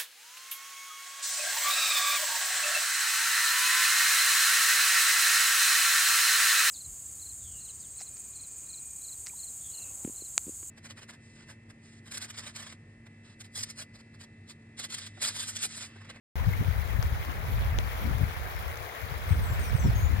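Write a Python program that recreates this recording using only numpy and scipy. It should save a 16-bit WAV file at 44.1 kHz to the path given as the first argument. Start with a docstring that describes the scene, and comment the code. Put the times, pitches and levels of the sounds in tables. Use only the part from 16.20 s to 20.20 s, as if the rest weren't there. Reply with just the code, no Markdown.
"""Under a bridge, a shallow stream ripples over stones: a rush full of ringing bubbles and ticks of
spray. Light wind rumbles and thumps on the two microphone openings. A faint high hiss, perhaps an
insect, pulses twice a second, and three sharp taps sound close by. A far bird gives three thin calls,
then a small bird whistles one high phrase near the end."""
import sys
import numpy as np
from scipy import signal
from scipy.fft import rfft, irfft, next_fast_len
from scipy.io import wavfile
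from scipy.ndimage import uniform_filter1d, map_coordinates

SR = 44100
rng = np.random.default_rng(int(sys.argv[2]) if len(sys.argv) > 2 else 0)


def digitize_waveform(pressure):
    """Quantize a signal to 16-bit integers and store it at the path in sys.argv[1].

    Rows of a 2-D input are taken as channels; values are limited to [-1, 1].
    """
    field = np.atleast_2d(pressure).T
    bounded = np.clip(field, -1, 1)
    quanta = np.round(bounded * 32767).astype(np.int16)
    wavfile.write(sys.argv[1], SR, quanta)


N = 176400
TOP_HZ = 15920  # upper limit of the treble


def amp(db):
    """Turn decibels into a number to multiply by."""
    return 10 ** (np.asarray(db) / 20)


def unit(x):
    """Scale a signal so that its average strength (rms) is 1."""
    return x / np.sqrt(np.mean(x ** 2) + 1e-20)


def along(points, hz, column=1):
    """Read a table between its frequencies, on a scale of octaves."""
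    columns = np.transpose(points)
    return np.interp(np.log(hz + 1), np.log(columns[0] + 1), columns[column])


def curves(rows):
    """Join a table's points in time with straight lines, one curve per value column."""
    times, *columns = np.transpose(rows)
    return np.array([np.interp(np.arange(N) / SR, times, column) for column in columns])


def wobble(rate):
    """A smooth curve through `rate` random values a second."""
    return map_coordinates(rng.standard_normal(int(N * rate / SR) + 4), [np.arange(N) * rate / SR])


def filtered(x, response):
    """Change the strength and timing of each frequency in x by response(hz)."""
    size = next_fast_len(N + SR // 2)
    return irfft(rfft(x, size) * response(np.fft.rfftfreq(size, 1 / SR)), size)[..., :N]


def noise(tone):
    """Separate left and right noise, shaped by a table of (frequency [Hz], level [dB])."""
    return unit(filtered(rng.standard_normal((2, N)), lambda hz: amp(along(tone, hz))))


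def pan(db):
    """Left and right gains that make the left louder by db."""
    return amp([[db / 2], [-db / 2]])


def fade(t, t60):
    """Die away by 60 dB every t60 seconds."""
    return np.exp(-np.log(1000) * t / t60)


def swell(t, width):
    """A smooth rise and fall, at 61% of its peak `width` seconds either side of t = 0."""
    return np.exp(-(t / width) ** 2 / 2)


def add(out, start, sound):
    """Mix a sound in at `start` seconds."""
    part = out[..., round(start * SR):][..., :sound.shape[-1]]
    part += sound[..., :part.shape[-1]]


def bubble(t, hz, cycles, rise):
    """Trapped air rings for about `cycles` vibrations, its pitch rising as it dies."""
    life = cycles / hz
    ring = np.sin(2 * np.pi * hz * t * (1 + rise * t / life / 2))
    onset = 1 - np.exp(-20 * t / life)
    return ring * fade(t, life) * onset


def bubble_cloud(per_s, hz, spread, cycles, scatter_db, rise, samples):
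    """Many tiny bubbles ring at random times, pitches and strengths."""
    draws = np.random.default_rng(rng.integers(2 ** 31)).random((int(per_s * N / SR), 3))
    when, how_high, how_loud = np.hsplit(draws, 3)
    pitch = np.clip(hz * np.exp(spread * (2 * how_high - 1)), 200, TOP_HZ)
    strength = amp(-scatter_db * np.log(1 - .99 * how_loud)) * pitch / hz  # a few stand out
    positions = (when * N).astype(int) + np.arange(samples)
    rings = strength * bubble(np.arange(samples) / SR, pitch, cycles, rise)
    return unit(np.bincount(positions.ravel(), rings.ravel(), N)[:N])


def ripples(patchy_db, bubble_db=-11, spray_db=-6.5):
    """Water breaks over stones: an uneven rush, bubbles and ticks of spray."""
    hiss = signal.stft(rng.standard_normal(N), nperseg=256)[2]  # a grid of frequency by time
    patches = uniform_filter1d(rng.standard_normal(hiss.shape), 5, axis=0)
    patches = unit(uniform_filter1d(patches, 10, axis=1))
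    rush = unit(signal.istft(hiss * amp(patchy_db * patches), nperseg=256)[1][:N])
    bubbles = bubble_cloud(per_s=700, hz=1692, spread=1.088, cycles=26, scatter_db=3, rise=0.24,
                           samples=1200)
    spray = bubble_cloud(per_s=500, hz=10000, spread=0.35, cycles=3, scatter_db=4, rise=0, samples=64)
    return unit(rush + amp(bubble_db) * bubbles + amp(spray_db) * spray)


def stream(gain_db=4.5, surge_db=0.41, low_cut_hz=151, fizz_hz=5000, flicker_db=0.97, swell_db=0.63):
    """The main ripples reach the left first; the right also hears other water. The top fizz flickers."""
    # tone of the water (frequency [Hz], left level [dB], right level [dB])
    tone = [(273, -10, -12), (457, 0, -3.5), (935, -1.5, -6), (1510, -2.5, -7), (2140, -3.5, -8),
            (2590, -9.5, -10.5), (3390, -14.5, -14), (4220, -18, -17.5), (5050, -17.5, -25),
            (7010, -19.5, -34.5), (7650, -26.5, -36), (8800, -25, -33), (9500, -23, -24), (11400, -22, -21),
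            (13000, -18.5, -28.2), (14300, -16, -29), (15600, -13.5, -49)]
    # rise and fall of the rush (time [s], level [dB])
    flow = [(.2, -45), (.7, -46), (1.2, -44.5), (1.85, -43.5), (2.3, -45), (2.8, -44.5), (3.1, -44.5),
            (3.55, -43), (3.75, -44), (4, -45)]
    # how alike the two sides sound (frequency [Hz], likeness [0 to 1])
    likeness = [(200, 0.67), (450, 0.85), (900, 0.33), (1400, 0.4), (1650, 0.15), (2200, 0.51),
                (2450, 0.38), (2800, 0.57), (3100, 0.46), (3400, 0.086), (15000, 0.12)]
    # how far the left wave runs ahead of the right (frequency [Hz], lead [radians])
    lead = [(100, .3), (450, .95), (700, 1.4), (1150, 3.1), (1600, 4.7), (1750, 6.5), (2300, 7), (2650, 9),
            (3100, 9.5), (6550, 20), (9400, 30), (15700, 51)]
    main, other = ripples(patchy_db=1.4), ripples(patchy_db=3.0)
    shared = filtered(main, lambda hz: along(likeness, hz) * np.exp(-1j * along(lead, hz)))
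    separate = filtered(other, lambda hz: np.sqrt(1 - along(likeness, hz) ** 2))
    colour = lambda hz: amp([along(tone, hz, 1), along(tone, hz, 2)]) * hz / np.hypot(hz, low_cut_hz)
    water = unit(filtered(np.array([main, shared + separate]), colour))
    fizz = filtered(water, lambda hz: 1 - np.exp(-(hz / fizz_hz) ** 2))
    flicker = amp(flicker_db * wobble(110) + swell_db * wobble(20))
    loudness = amp(gain_db + curves(flow) + surge_db * wobble(14))
    return (water + (flicker - 1) * fizz) * loudness


def wind(rumble_db=-0.5, lumpy_db=2.0, flutter_right_db=-15):
    """Air buffets the microphone openings: a lumpy rumble, with a higher flutter in the gusts."""
    # tone of the rumble (frequency [Hz], level [dB])
    rumble_tone = [(20, -30), (30, -18), (40, -3.5), (52, 0), (75, 2), (105, -4), (140, -14), (200, -21.5),
                   (300, -31), (600, -58), (2000, -110)]
    # strength of the wind (time [s], left level [dB], right level [dB])
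    strength = [(0.16, -27, -30.5), (0.45, -27.5, -33), (0.62, -28, -40.5), (0.85, -29.5, -32),
                (1.1, -33.5, -37.5), (1.35, -25.5, -28), (1.55, -28.5, -27), (1.75, -34.5, -34.5),
                (1.92, -21, -34.5), (2.2, -39.5, -31.5), (2.5, -34.5, -42.5), (2.78, -48, -57),
                (2.84, -26, -46), (3.0, -36, -39.5), (3.17, -25, -23.5), (3.42, -29, -30.5),
                (3.67, -28, -22), (3.85, -26.5, -27.5), (4.0, -20, -33.9)]
    # tone of the flutter (frequency [Hz], level [dB])
    flutter_tone = [(60, -34), (130, -10.5), (190, 2), (280, -1), (380, -10), (700, -40), (2000, -80)]
    # stronger gusts (time [s], half length [s], level [dB])
    gusts = [(0.42, 0.013, -33.5), (1.097, 0.023, -39), (1.87, 0.036, -35.5), (2.021, 0.02, -37.5),
             (3.15, .04, -41.5), (3.664, 0.018, -27), (3.933, 0.025, -37)]
    t = np.arange(N) / SR
    rumble = noise(rumble_tone)
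    lumps = lumpy_db * np.array([wobble(25.14), wobble(24.89)])
    rumble *= amp(rumble_db + curves(strength) + lumps)
    flutter = noise(flutter_tone) * sum(amp(db) * swell(t - time, width) for time, width, db in gusts)
    return rumble + flutter * amp([[0], [flutter_right_db]])


def wind_thumps(width_s=0.0045, lag_s=0.0015, other_side_db=-21):
    """Small swirls of air each hit one opening with a round thump; the other gets only a little."""
    # swirls (time [s], side [L or R], level [dB], pitch [Hz])
    swirls = [(.2739, "L", -14.5, 134), (0.2849, "L", -13, 110), (0.406, "R", -15.5, 96.5),
              (.413, "L", -21.5, 170), (.4863, "L", -15.5, 112), (.511, "L", -18.5, 89),
              (.523, "L", -21, 85), (.793, "L", -14.5, 102), (0.853, "R", -20.5, 72),
              (.867, "L", -16.5, 75), (0.926, "L", -16, 74), (1.287, "R", -22, 91), (1.345, "L", -15, 75),
              (1.361, "L", -16.5, 75), (1.526, "R", -18, 80), (1.855, "L", -26, 243),
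              (1.912, "L", -20, 125), (1.951, "L", -16.5, 94), (2.014, "L", -10.5, 101),
              (2.035, "L", -12, 96), (2.92, "L", -21, 103), (3.1131, "L", -11, 112),
              (3.1248, "L", -8.5, 77.5), (3.551, "R", -9.5, 103), (3.648, "L", -16.5, 152),
              (3.6629, "L", -13.5, 120), (3.682, "L", -16, 143), (3.698, "R", -12, 95),
              (3.831, "L", -20, 80)]
    out, t = np.zeros((2, N)), np.arange(-(SR // 20), SR // 20) / SR
    for time, hit_side, db, hz in swirls:
        gains = amp([[db + other_side_db * (side != hit_side)] for side in "LR"])
        thump = np.cos(2 * np.pi * hz * t) * swell(t - lag_s, width_s)
        add(out, time + t[0], gains * thump)
    return out


def plops():
    """Single nearer bubbles ring out above the rush."""
    # near bubbles (time [s], starting pitch [Hz], level [dB])
    near_bubbles = [(.195, 970, -33.5), (.243, 1730, -30.5), (.3345, 2045, -26), (1.735, 1990, -33),
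                    (3.64, 882, -31.5)]
    out, t = np.zeros(N), np.arange(SR // 10) / SR
    for start, hz, db in near_bubbles:
        add(out, start, amp(db) * bubble(t, hz, cycles=49, rise=0.31))
    return out * pan(db=7.5)


def insect(first_s=0.327, period_s=.498, width_s=0.036, gain_db=-57):
    """A thin high hiss, perhaps an insect, comes in soft, evenly spaced pulses."""
    # tone of the hiss (frequency [Hz], level [dB])
    tone = [(9000, -40), (11000, -8), (12000, -1), (13000, -0.5), (14200, -9), (16000, -30)]
    # how the pulses grow and shrink (time [s], level change [dB])
    strength = [(.33, 1.5), (.83, 2.5), (1.32, 5), (1.82, 3), (2.82, 0), (3.32, 1), (3.82, 4)]
    from_peak_s = (np.arange(N) / SR - first_s + period_s / 2) % period_s - period_s / 2
    pulses = noise(tone) * swell(from_peak_s, width_s)
    return amp(gain_db + curves(strength)) * pulses * pan(db=5.5)


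def taps(snap_hz=6000, snap_db=-6, dull_above_hz=7200, dull_db=-8):
    """Tiny dry contacts: a bright tick and a high snap over a short, lower knock."""
    # taps (time [s], left level [dB], right level [dB], tick pitch [Hz],
    #       knock level against the tick [dB], knock pitch [Hz])
    contacts = [(0.8274, -20, -33, 5260, 3.5, 1490), (1.5875, -11, -38, 3400, -3.5, 750),
                (2.5737, -29, -42, 6330, -15, 1400)]
    out, t = np.zeros((2, N)), np.arange(SR // 50) / SR
    ring = lambda hz, t60: np.sin(2 * np.pi * hz * t) * fade(t, t60)
    for start, left_db, right_db, tick_hz, knock_db, knock_hz in contacts:
        tick = ring(tick_hz, t60=0.002)
        snap = amp(snap_db) * ring(snap_hz, t60=0.0019)
        knock = amp(knock_db) * ring(knock_hz, t60=0.0029)
        add(out, start, amp([[left_db], [right_db]]) * (tick + snap + knock))
    return filtered(out, lambda hz: amp(dull_db / (1 + (dull_above_hz / (hz + 1)) ** 20)))


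def birds(gain_db=-3.2, quaver=.0095, shiver_db=2.4, note_fade_db=3.3, echo_db=-4.5):
    """Thin, trembling whistles, some overlapping, with a short echo from the trees."""
    # the far bird's calls (time [s], length [s], level [dB], pitch [Hz])
    far_calls = [(1.761, 0.09, -59.5, 5700), (2.077, 0.095, -61, 5600), (2.329, 0.076, -60, 5320)]
    # the closing phrase (time [s], length [s], level [dB], five pitches from start to end [Hz])
    phrase = [(3.078, .098, -55.5, 8380, 8340, 8520, 8500, 7600),
              (3.213, .157, -54, 8560, 8200, 7470, 7470, 7950),
              (3.392, .112, -51, 8500, 8620, 8780, 8780, 7150),
              (3.405, .1, -52, 6850, 6180, 5860, 5580, 5200),
              (3.545, .14, -52.5, 8850, 8220, 7600, 7480, 7950),
              (3.586, .126, -49, 6650, 5950, 5680, 5200, 3900),
              (3.745, .135, -47, 6520, 6550, 6620, 6800, 7130)]
    song = np.zeros(N)
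    for start, length, db, *pitches in phrase + far_calls:
        samples = int(length * SR)
        progress = np.linspace(0, 1, samples)
        glide = np.polyfit(np.linspace(0, 1, len(pitches)), pitches, len(pitches) - 1)
        hz = np.polyval(glide, progress) * (1 + quaver * wobble(297.5)[:samples])
        whistle = np.sin(2 * np.pi * np.cumsum(hz) / SR)
        loudness = amp(gain_db + db - note_fade_db * progress + shiver_db * wobble(128)[:samples])
        soft_ends = signal.windows.tukey(samples, .14)
        add(song, start, loudness * soft_ends * whistle)
    tail = rng.standard_normal((2, SR // 2)) * fade(np.arange(SR // 2) / SR, t60=0.58)
    echo = signal.fftconvolve(song[None], tail / np.linalg.norm(tail[0]), axes=1)[:, :N]
    return (song + amp(echo_db) * echo) * pan(db=12)


def scene():
    """Everything heard from the bank."""
    return stream() + wind() + wind_thumps() + plops() + taps() + birds() + insect()


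def record(dry):
    """The sound starts after a brief silence, and the very highest treble is cut off."""
    silence_s = .156
    started = np.arange(N) / SR > silence_s
    return filtered(dry * started, lambda hz: 1 / (1 + (hz / TOP_HZ) ** 400))


dry = scene()
out = record(dry)
digitize_waveform(out)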